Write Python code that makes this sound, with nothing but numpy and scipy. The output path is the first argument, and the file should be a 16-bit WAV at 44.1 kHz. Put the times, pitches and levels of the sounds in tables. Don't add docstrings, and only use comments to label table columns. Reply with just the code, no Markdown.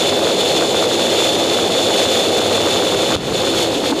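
import sys
import numpy as np
from scipy import signal
from scipy.fft import rfft, irfft
from scipy.io import wavfile
from scipy.ndimage import uniform_filter1d

SR = 44100
rng = np.random.default_rng(int(sys.argv[2]) if len(sys.argv) > 2 else 0)


def dump_mix(stems):
    frames = np.atleast_2d(stems).T
    limited = np.clip(frames, -1, 1)
    pcm = np.round(limited * 32767).astype(np.int16)
    wavfile.write(sys.argv[1], SR, pcm)


N = 176400
T, HZ = np.arange(N) / SR, np.fft.rfftfreq(N, 1 / SR)
LAUNCH_S = 3.1577


def amp(db):
    return 10 ** (np.asarray(db) / 20)


def level(points):
    return amp(np.interp(T, *np.transpose(points)))


def spectrum(points, peaks=()):
    freqs, db = np.transpose(points)
    bumps = sum(boost * np.exp(-2 * ((HZ - hz) / width) ** 2) for hz, width, boost in peaks)
    return np.interp(np.log(HZ + 1), np.log(freqs), db) + bumps


def colour(x, db):
    shaped = irfft(rfft(x) * amp(db), N)
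    return shaped / np.sqrt(np.mean(shaped ** 2) + 1e-20)


def noise(db):
    return colour(rng.standard_normal(N), db)


def flutter(slow_hz=3.3, fast_hz=25.5):
    power = (HZ + 1e-6) / (HZ ** 2 + slow_hz ** 2) / (1 + (HZ / fast_hz) ** 2) ** 2
    return noise(10 * np.log10(power))


def crackle(cracks_per_s=200, spread_db=5.5):
    # (frequency [Hz], level [dB])
    crack_tone = [(100, 0), (400, -2), (800, 1.5), (1350, 0), (1800, -8.5), (2600, -15), (5000, -59)]
    hits = rng.random(N) < cracks_per_s / SR
    size = np.minimum(rng.exponential(1, N), 3)
    shocks = hits * amp(spread_db * size) * rng.choice([-1, 1], N)
    return colour(shocks, spectrum(crack_tone))


def exhaust(crackle_db=-19, flutter_db=0.36):
    # (frequency [Hz], level [dB])
    roar_tone = [(20, -14), (50, -15.5), (80, -6), (130, -6.5), (180, -5), (300, -5), (450, -3.5),
                 (680, -9), (850, -16), (1050, -30.5), (1500, -48.5), (3000, -61), (15000, -90)]
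    # (frequency [Hz], width [Hz], boost [dB])
    cockpit_rings = [(98, 19, 8), (180, 30, 1.5), (243, 22, 3), (333, 26, 6.2), (402, 28, 4),
                     (491, 22, 5.5), (536, 28, 5.5)]
    # (time [s], level [dB])
    roar_levels = [(0, -3.5), (1.5, -3.5), (2.85, -3), (2.95, -5), (3.14, -4), (3.19, -3.5), (3.3, -2),
                   (3.42, -5), (3.62, -6), (3.76, -7), (3.87, -4.5), (3.94, -8.5), (4, -5)]
    cracks = amp(crackle_db) * crackle()
    volume = level(roar_levels) * amp(flutter_db * flutter())
    return volume * (noise(spectrum(roar_tone, cockpit_rings)) + cracks)


def blade_whine(pitch_hz=3520, wander_hz=1.9, flutter_db=1.3, fade_db_per_s=7):
    # (multiple of the pitch, level against the hiss [dB])
    harmonics = [(1, -5), (2, -16), (3, -32), (4, -38)]
    phase = 2 * np.pi * np.cumsum(pitch_hz + wander_hz * flutter()) / SR
    whine = sum(2 ** .5 * amp(db + flutter_db * flutter()) * np.sin(k * phase) for k, db in harmonics)
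    return whine * amp(-fade_db_per_s * np.maximum(T - LAUNCH_S, 0))


def turbine(flutter_db=1.24):
    # (frequency [Hz], level [dB])
    hiss_tone = [(500, -4.5), (1500, -11.5), (2050, -8), (2700, -4), (3150, -3.5), (3480, 2.5), (3850, -4),
                 (4400, -2), (4650, -11), (5100, -8), (5650, -13.5), (6900, -7.5), (7350, -14),
                 (8600, -16.5), (11000, -21), (13000, -26.5), (15000, -31)]
    # (frequency [Hz], width [Hz], boost [dB])
    whistles = [(2755, 25, 2), (2900, 70, -2.5), (2998, 45, 5), (3750, 28, 4.5), (3910, 30, 3),
                (4175, 40, 3), (4390, 70, 3), (6294, 60, 3), (7670, 55, 4.5), (8343, 45, 3.5),
                (9172, 90, 3)]
    # (time [s], level [dB])
    treble_levels = [(0, -17), (.1, -18), (.2, -17), (.85, -17.5), (.93, -17), (1.02, -18), (1.1, -15.5),
                     (1.7, -17.5), (2.05, -15.5), (2.3, -16), (2.6, -17), (2.87, -17), (2.94, -18.5),
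                     (3.14, -15.5), (3.19, -16.5), (3.26, -12.5), (3.33, -18), (3.44, -17.5), (3.52, -18.5),
                     (3.61, -13.5), (3.69, -22.5), (3.78, -18), (3.82, -21), (3.86, -16), (3.94, -22),
                     (4, -20)]
    treble = noise(spectrum(hiss_tone, whistles)) + blade_whine()
    return level(treble_levels) * amp(flutter_db * flutter()) * treble


def airframe_shake():
    # (frequency [Hz], level [dB])
    shake_tone = [(15, -10), (40, -1), (70, 0.5), (110, 4), (200, -3.5), (400, -7.5), (1000, -29.5),
                  (2500, -38), (4300, -38), (5500, -62), (15000, -90)]
    # (time [s], level [dB])
    shake_levels = [(0, -26), (2.85, -33), (2.92, -4), (3.03, -16), (3.14, -7), (3.19, 6.5), (3.3, 2.5),
                    (3.42, -11), (3.52, -5.5), (3.65, -10), (4, -14)]
    return level(shake_levels) * noise(spectrum(shake_tone))


def catapult_jolt(pitch_hz=104, level_db=34, ring_s=.036):
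    age = np.maximum(T - LAUNCH_S, 0)
    return amp(level_db - 60 * age / ring_s) * np.sin(2 * np.pi * pitch_hz * age)


def track_drone(width_hz=50):
    # (time [s], pitch [Hz])
    pitches = [(3.45, 388.4), (3.6, 376.3), (3.66, 325.5), (3.73, 334.3), (3.8, 272), (3.9, 279.6),
               (4, 319)]
    # (time [s], level [dB])
    drone_levels = [(3.2, -40), (3.4, -10), (3.55, -13), (3.7, -6.5), (3.81, -7.5), (3.86, -16), (3.93, 0),
                    (4, -12.5)]
    phase = 2 * np.pi * np.cumsum(np.interp(T, *np.transpose(pitches))) / SR
    slow = -20 * np.log10(1 + (2 * HZ / width_hz) ** 2)
    hum = noise(slow) * np.cos(phase) + noise(slow) * np.sin(phase)
    return level(drone_levels) * hum


def gain_control(x, limit_db=1, recover_db_per_s=109, strength=0.61, delay_s=.0105, attack_s=.005):
    power_db = 10 * np.log10(abs(uniform_filter1d(x[0] ** 2, size=300)) + 1e-12)
    fall_db = T * recover_db_per_s
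    held_db = np.maximum.accumulate(power_db + fall_db) - fall_db
    over_db = np.maximum(held_db - limit_db, 0)
    late_db = np.interp(T - delay_s, T, over_db)
    lag = np.exp(-1 / (attack_s * SR))
    smooth_db = signal.lfilter([1 - lag], [1, -lag], late_db)
    return x * amp(-strength * smooth_db)


def scene():
    engine = exhaust() + turbine()
    launch = track_drone() + airframe_shake() + catapult_jolt()
    return (engine + launch)[None]


def record(dry, ceiling_db=1.5, hardness=4.63, leak_db=-33.5, low_cut_hz=1145, top_hz=15030):
    x = gain_control(dry)
    flattened = x / (1 + abs(x / amp(ceiling_db)) ** hardness) ** (1 / hardness)
    driven = flattened + amp(leak_db) * x
    thin = amp(-3) * signal.lfilter(*signal.butter(1, low_cut_hz, "high", fs=SR), driven)
    top_cut = signal.firwin(511, top_hz, window=("kaiser", 9), fs=SR)
    return signal.oaconvolve(thin, top_cut[None], "same")


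dry = scene()
out = record(dry)
dump_mix(out)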